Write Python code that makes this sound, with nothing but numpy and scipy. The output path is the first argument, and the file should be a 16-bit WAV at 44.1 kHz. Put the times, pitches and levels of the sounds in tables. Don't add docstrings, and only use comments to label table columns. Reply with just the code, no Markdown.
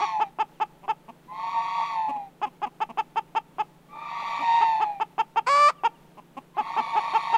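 import sys
import numpy as np
from scipy import signal
from scipy.fft import rfft, irfft
from scipy.io import wavfile
from scipy.ndimage import uniform_filter1d, map_coordinates

SR = 44100
rng = np.random.default_rng(int(sys.argv[2]) if len(sys.argv) > 2 else 0)


def output_pcm(signal):
    pcm = np.clip(np.atleast_2d(signal).T, -1, 1) * 32767
    wavfile.write(sys.argv[1], SR, np.round(pcm).astype(np.int16))


N = 325017
TOP_HZ = 15600


def cluck(length_s, top_hz, tract, sag, peak_at, jitter, air, pop, fade, soft):
    n = int(length_s * SR)
    progress = np.arange(n) / n
    slack = ((progress - peak_at) / peak_at) ** 2
    creak = 1 + jitter * (.25 + slack) * walk(n, 480)
    phase = phase_of(top_hz * np.exp(-sag * slack) * creak) - 2
    swell = np.interp(progress, [0, .13, .36, .68, .9, 1], [pop, .4, 1, 1, fade, .1])
    source = buzz(phase, top_hz, softness=soft * slack) + air * (1.1 + slack) * turbulence(phase)
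    voice = colour(np.pad(swell * source, (0, n)), tract)
    return voice / np.std(voice[n // 4:-(n // 4) + n])


# (time [s], length [s], top pitch [Hz], level [dB], treble tilt [dB/octave])
SHARP_CLUCKS = [(.005, .049, 429.5, -23, -.5), (.198, 0.043, 446.3, -20, 0), (.386, .046, 444, -20.5, .5),
                (.6, 0.041, 442, -21, 0.5), (.879, .044, 449.5, -21, 0), (2.415, .044, 429, -23.5, .5),
                (2.617, .042, 424, -24.5, 0), (2.803, 0.038, 444.7, -22, 1.1), (2.973, .04, 448, -21, 1.3),
                (3.158, 0.04, 455, -21, 1.2), (3.35, .04, 455, -20.5, 1.4), (3.583, 0.041, 437, -22.5, 0),
                (4.604, .041, 444.3, -22, 0.5), (4.801, 0.046, 443.3, -21.5, 0.5),
                (4.999, .037, 448, -21.5, 0.7), (5.18, 0.041, 456, -19, 1.1), (5.359, 0.04, 461, -18, 0.6),
                (5.835, .043, 473, -17.5, 1.1), (6.568, .047, 431.3, -22, -1.5),
                (6.764, 0.044, 452, -19.5, -0.6), (6.953, 0.045, 436.3, -20, -1),
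                (7.135, 0.047, 457.4, -18, 0.1), (7.328, .039, 460, -20, 1)]
# (frequency [Hz], gain [dB])
SHARP_TRACT = [(150, -40), (280, -11), (450, -20), (650, -8.5), (900, 2), (1330, -13), (1790, -22),
               (2200, -24), (2660, -16.5), (2950, -24), (3200, -22.5), (4150, -49), (4950, -35),
               (5750, -48.5), (6500, -39.5), (7500, -51.5), (14000, -68)]


def sharp_clucks(resonance_hz=900):
    out = np.zeros(N)
    for start_s, length_s, top_hz, level_db, tilt in SHARP_CLUCKS:
        tract = [(hz, db + tilt * np.log2(max(hz / resonance_hz, 1))) for hz, db in SHARP_TRACT]
        voice = cluck(length_s, top_hz, tract,
                      sag=.28, peak_at=.56, jitter=.022, air=.33, pop=.68, fade=.65, soft=.2)
        add(out, start_s, undb(level_db) * voice)
    return out


# (time [s], half width [s], roughness [ratio])
SQUAWK_CRACKS = [(5.479, 0.017, 1.14), (5.578, .037, 0.4), (5.701, .009, .8)]


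def squawk_gesture(start_s, length_s=.2484, top_hz=586.2, level_db=-19, swell_db_per_s=13.5):
    t = np.arange(int(length_s * SR)) / SR
    left_s = length_s - t
    climb_hz = 34.9 * (1 - ramp(t, .148))
    scoop_hz = 99.6 * (1 - ramp(t, .035))
    flip_hz = 58 * bump(start_s + t - 5.692, .007)
    collapse_hz = 202 * (1 - ramp(left_s, .015))
    hz = top_hz - climb_hz - scoop_hz + flip_hz - collapse_hz
    rough = sum(depth * bump(start_s + t - at_s, width_s) for at_s, width_s, depth in SQUAWK_CRACKS)
    edges = ramp(t, .011) ** 2 * np.sqrt(ramp(left_s, .036))
    return hz, edges * undb(level_db + swell_db_per_s * t - 2.5 * rough), rough


# (frequency [Hz], gain [dB])
SQUAWK_TRACT = [(201, -27.5), (581, -11.5), (1171, 1), (1751, -17), (2341, -12), (2905, -24), (4105, -29),
                (4685, -20), (5000, -23.5), (5305, -28.5), (5905, -33), (8005, -32.5), (9405, -42.5),
                (10405, -52.5), (14005, -58)]


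def squawk(start_s=5.461, jitter=.043, air=.85, alternation=.38, screech=3.6):
    hz, gain, rough = squawk_gesture(start_s)
    phase = phase_of(hz * (1 + jitter * rough * walk(len(hz), 1400)))
    pulses = buzz(phase, hz.max(), softness=.047 * rough) * (1 + alternation * rough * np.cos(phase / 2))
    breath = (rough + .27) * (air * turbulence(phase) + screech * np.gradient(turbulence(phase)))
    out = np.zeros(N)
    add(out, start_s, gain * steady(colour(pulses + breath, SQUAWK_TRACT), samples=300))
    return out


# (time [s], half width [s], depth [0-1])
CAW_CATCHES = [(1.582, 0.032, .9), (6.945, .022, 0.94)]


def caw_gesture(start_s, length_s, fall_s, lock_s, top_hz, open_ratio, open_rough,
                voice_db, lock_db, rasp_db, crescendo_db_per_s):
    onset_db, attack_s, fade_db, release_s = 24, .075, 28, .11
    hz_per_db, free_ratio, lock_ratio, settle_s, lock_rough = 5.5, 1.225, 1.175, .16, .29
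    t = np.arange(int(length_s * SR)) / SR
    to_fall_s = length_s - fall_s - t
    slack_db = onset_db * np.exp(-t / attack_s) + fade_db * ramp(-to_fall_s, fall_s) ** 1.4
    effort_db = -slack_db - crescendo_db_per_s * np.maximum(to_fall_s, 0)
    joined = ramp(t, .055)
    locked = (1 + np.tanh((t - lock_s) / .025)) / 2
    caught = sum(depth * bump(start_s + t - at_s, width_s) for at_s, width_s, depth in CAW_CATCHES)
    low_leads = np.maximum(locked, caught)
    throb_db = 2.5 * (1 - low_leads) * walk(len(t), 23.95)
    low_hz = top_hz - hz_per_db * slack_db
    ratio = free_ratio + (open_ratio - free_ratio) * np.exp(-t / settle_s)
    ratio += (lock_ratio - free_ratio) * locked
    rough = joined * (open_rough + (lock_rough - open_rough) * low_leads)
    both_db = voice_db + .61 * effort_db + 20 * np.log10(ramp(length_s - t, release_s))
    low_db = both_db - onset_db * (1 - joined) + throb_db + lock_db * low_leads
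    high_db = both_db - .5 - 7.5 * locked
    return low_hz, low_hz * ratio, rough, low_db, high_db, rasp_db + effort_db


# (frequency [Hz], gain [dB])
CAW_TRACT = [(150, -28), (550, -19), (1100, -7), (1600, -14), (1850, -1.5), (2420, .5), (3130, -13),
             (3620, -5), (4500, -12), (5150, -24), (5850, -20), (6350, -28), (6950, -22), (7900, -38),
             (9250, -36), (10200, -42), (14000, -48)]


def caw(start_s, gesture, ring_hz, ring_db):
    jitter, waver, shimmer_db, slip_rad = .03116, .0075, 7, .15
    coupling, beat_depth, air, ring_width_hz, edge_s = .19, .55, .7, 190, .025
    low_hz, high_hz, rough, low_db, high_db, rasp_db = caw_gesture(start_s, *gesture)
    n = len(rough)
    low, high = (phase_of(hz * (1 + rough * (jitter * walk(n, 470) + waver * walk(n, 49.95))))
                 for hz in (low_hz, high_hz))
    low_gain, high_gain = (undb(db + rough * shimmer_db * np.tanh(walk(n, 160)))
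                           for db in (low_db, high_db))
    undertone = coupling * np.sqrt(np.abs(rough)) * np.sin(2 * low - high)
    tones = low_gain * (np.sin(low) + undertone) + high_gain * np.sin(high)
    low_share = low_gain / (low_gain + 3.4 * high_gain)
    low_slaps = buzz(low + slip_rad * walk(n, 650), low_hz.max(), first=2)
    high_slaps = buzz(high + slip_rad * walk(n, 650), high_hz.max(), first=2)
    slaps = (low_share * low_slaps + (1 - low_share) * high_slaps) * (1 + beat_depth * np.cos(high - low))
    breath = air * (rough + 1.6) * turbulence(high - low)
    rasp = ground_bounce(colour(slaps + breath, CAW_TRACT))
    rasp = treble_shelf(rasp, 2700, -.6 + .4 * (rasp_db - rasp_db.max()))
    beak_ring = signal.lfilter(*signal.iirpeak(ring_hz, ring_hz / ring_width_hz, fs=SR), rasp)
    rasp = steady(rasp + (undb(ring_db) - 1) * beak_ring, samples=1200)
    voice = np.sqrt(2) * tones + undb(rasp_db) * rasp
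    return voice * signal.windows.tukey(n, 2 * edge_s * SR / n)


# (time [s], length [s], final fall [s], lock after start [s], top low-voice pitch [Hz],
# opening high/low pitch [ratio], roughness before lock [0-1], voice level [dB], low-voice lock gain [dB],
# rasp level [dB], crescendo [dB/s], beak ring [Hz], ring gain [dB])
CAWS = [(-0.72, 1.03, .28, .855, 917, 1.23, .45, -29.5, 10.5, -38, 6, 5800, 13),
        (1.27, 1.038, .46, .69, 922, 1.22, .55, -31, 10, -40.5, 8.5, 5850, 2.5),
        (3.878, 1.147, .46, .562, 928, 1.39, .95, -33.5, 14.5, -34.5, 18.5, 2350, 1.5),
        (6.532, 1.28, .44, .775, 915, 1.28, .95, -35, 12, -39.5, 4, 9250, 13.5)]


def caws():
    out = np.zeros(N)
    for start_s, *gesture, ring_hz, ring_db in CAWS:
        add(out, start_s, caw(start_s, gesture, ring_hz, ring_db))
    return out


# (time [s], length [s], top pitch [Hz], level [dB])
MUTTERS = [(0.83, 0.031, 204, -44), (1.08, 0.027, 233.4, -40), (2.083, 0.03, 281, -33),
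           (2.156, 0.019, 272, -41), (2.457, 0.029, 269, -39), (2.660, 0.021, 253, -36),
           (2.889, 0.029, 231, -37.5), (4.391, 0.044, 292.7, -36.5), (6.17, 0.032, 212.3, -43),
           (6.367, 0.024, 276, -33.5), (6.598, 0.024, 249, -38), (6.781, 0.034, 244, -35)]
# (frequency [Hz], gain [dB])
MUTTER_TRACT = [(121, -18), (251, -4.5), (481, -16), (781, -2), (1081, -2), (1451, -31.5), (2705, -17),
                (3905, -41.5), (6505, -41), (13005, -50)]


def mutters():
    out = np.zeros(N)
    for start_s, length_s, top_hz, level_db in MUTTERS:
        voice = cluck(length_s, top_hz, MUTTER_TRACT,
                      sag=.17, peak_at=.54, jitter=.048, air=.62, pop=.94, fade=.94, soft=.046)
        add(out, start_s, undb(level_db) * voice)
    return out


def buzz(phase, pitch_hz, first=1, softness=0, smear_rad=.11):
    return sum(np.exp(-softness * (k - first)) * np.cos(k * phase - smear_rad * k ** 2)
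               for k in range(first, int(TOP_HZ / pitch_hz)))


def turbulence(phase):
    return (1 + np.cos(phase)) * rng.standard_normal(len(phase))


def ground_bounce(x, lag_s=.0016, sway_s=.00005, gain=.4):
    late = np.arange(len(x)) - SR * (lag_s + sway_s * walk(len(x), 5.94))
    return x + gain * map_coordinates(x, [late], order=3)


def echo(x, delay_s, t60_s, gain_db, cutoff_hz):
    t = np.arange(SR) / SR
    tail = rng.standard_normal(SR) * undb(-60 * t / t60_s) * (t > delay_s)
    scattered = signal.fftconvolve(x, tail / np.linalg.norm(tail))[:N]
    return undb(gain_db) * signal.lfilter(*signal.butter(1, cutoff_hz, fs=SR), scattered)


# (time [s], length [s], start pitch [Hz], end pitch [Hz], half peak amplitude [dB])
BIRD_SLURS = [(0.523, 0.086, 4301, 2510, -72), (5.759, .059, 3501, 2601, -67),
              (5.934, 0.046, 3401, 2700, -70), (6.235, 0.11, 3751, 3300, -83)]


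def songbird():
    out = np.zeros(N)
    for start_s, length_s, from_hz, to_hz, db in BIRD_SLURS:
        progress = np.linspace(0, 1, int(length_s * SR))
        hz = to_hz + (from_hz - to_hz) * (1 - progress) ** 2
        add(out, start_s, 2 * undb(db) * np.sin(np.pi * progress) * np.sin(phase_of(hz)))
    return out


# (frequency [Hz], relative level [dB])
AIR_SPECTRUM = [(26, 4), (61, -10), (106, -7.5), (161, -0.5), (211, 2), (321, 2.5), (501, -3), (901, -6.5),
                (1501, -13), (3301, -18.5), (5001, -25.5), (15001, -28)]


def country_air(level_db=-56.5, sway_db=.66):
    return undb(level_db + sway_db * walk(N, 10)) * unit(colour(rng.standard_normal(N), AIR_SPECTRUM))


# (frequency [Hz], rms level [dB])
MOTOR_TONES = [(147, -63.5), (172.3, -61.5)]


def motor_hum(drift=.006):
    return np.sqrt(2) * sum(undb(db) * np.sin(phase_of(hz * (1 + drift * walk(N, 14))))
                            for hz, db in MOTOR_TONES)


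def undb(db):
    return 10 ** (np.asarray(db) / 20)


def unit(x):
    return x / np.sqrt(np.mean(x ** 2) + 1e-18)


def steady(x, samples):
    return x / np.sqrt(uniform_filter1d(uniform_filter1d(x ** 2, samples), samples) + 1e-12)


def walk(n, rate_hz):
    knots = rng.standard_normal(int(n * rate_hz / SR) + 3)
    return unit(map_coordinates(knots, [np.arange(n) * rate_hz / SR], order=3, mode="nearest"))


def ramp(t, length_s):
    return np.clip(t / length_s, 0, 1)


def bump(t, width_s):
    return np.exp(-(t / width_s) ** 2)


def phase_of(hz):
    return 2 * np.pi * np.cumsum(hz) / SR


def colour(x, response, size=4096):
    hz, db = np.transpose(response)
    gain_db = np.interp(np.log(np.arange(size // 2 + 1) * SR / size + 1), np.log(hz), db)
    cepstrum = irfft(np.log(undb(gain_db)))
    cepstrum[1:size // 2] *= 2
    cepstrum[size // 2 + 1:] = 0
    impulse = irfft(np.exp(rfft(cepstrum)))[:size // 2]
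    return signal.fftconvolve(x, impulse)[:len(x)]


def treble_shelf(x, edge_hz, gain_db):
    dull = signal.filtfilt(*signal.butter(2, edge_hz, fs=SR), x)
    return dull + undb(gain_db) * (x - dull)


def add(out, start_s, x):
    i = int(start_s * SR)
    x, i = x[max(-i, 0):], int(np.clip(i, 0, N))
    out[i:i + len(x)] += x[:N - i]


def scene():
    hens = sharp_clucks() + mutters() + squawk() + caws()
    coop = echo(hens, delay_s=.004, t60_s=.085, gain_db=-15, cutoff_hz=7000)
    trees = echo(hens, delay_s=.06, t60_s=.94, gain_db=-35.5, cutoff_hz=2700)
    return (hens + coop + trees + songbird() + country_air() + motor_hum())[None]


def record(dry):
    return signal.sosfilt(signal.ellip(8, .2, 70, TOP_HZ, fs=SR, output="sos"), dry)


dry = scene()
out = record(dry)
output_pcm(out)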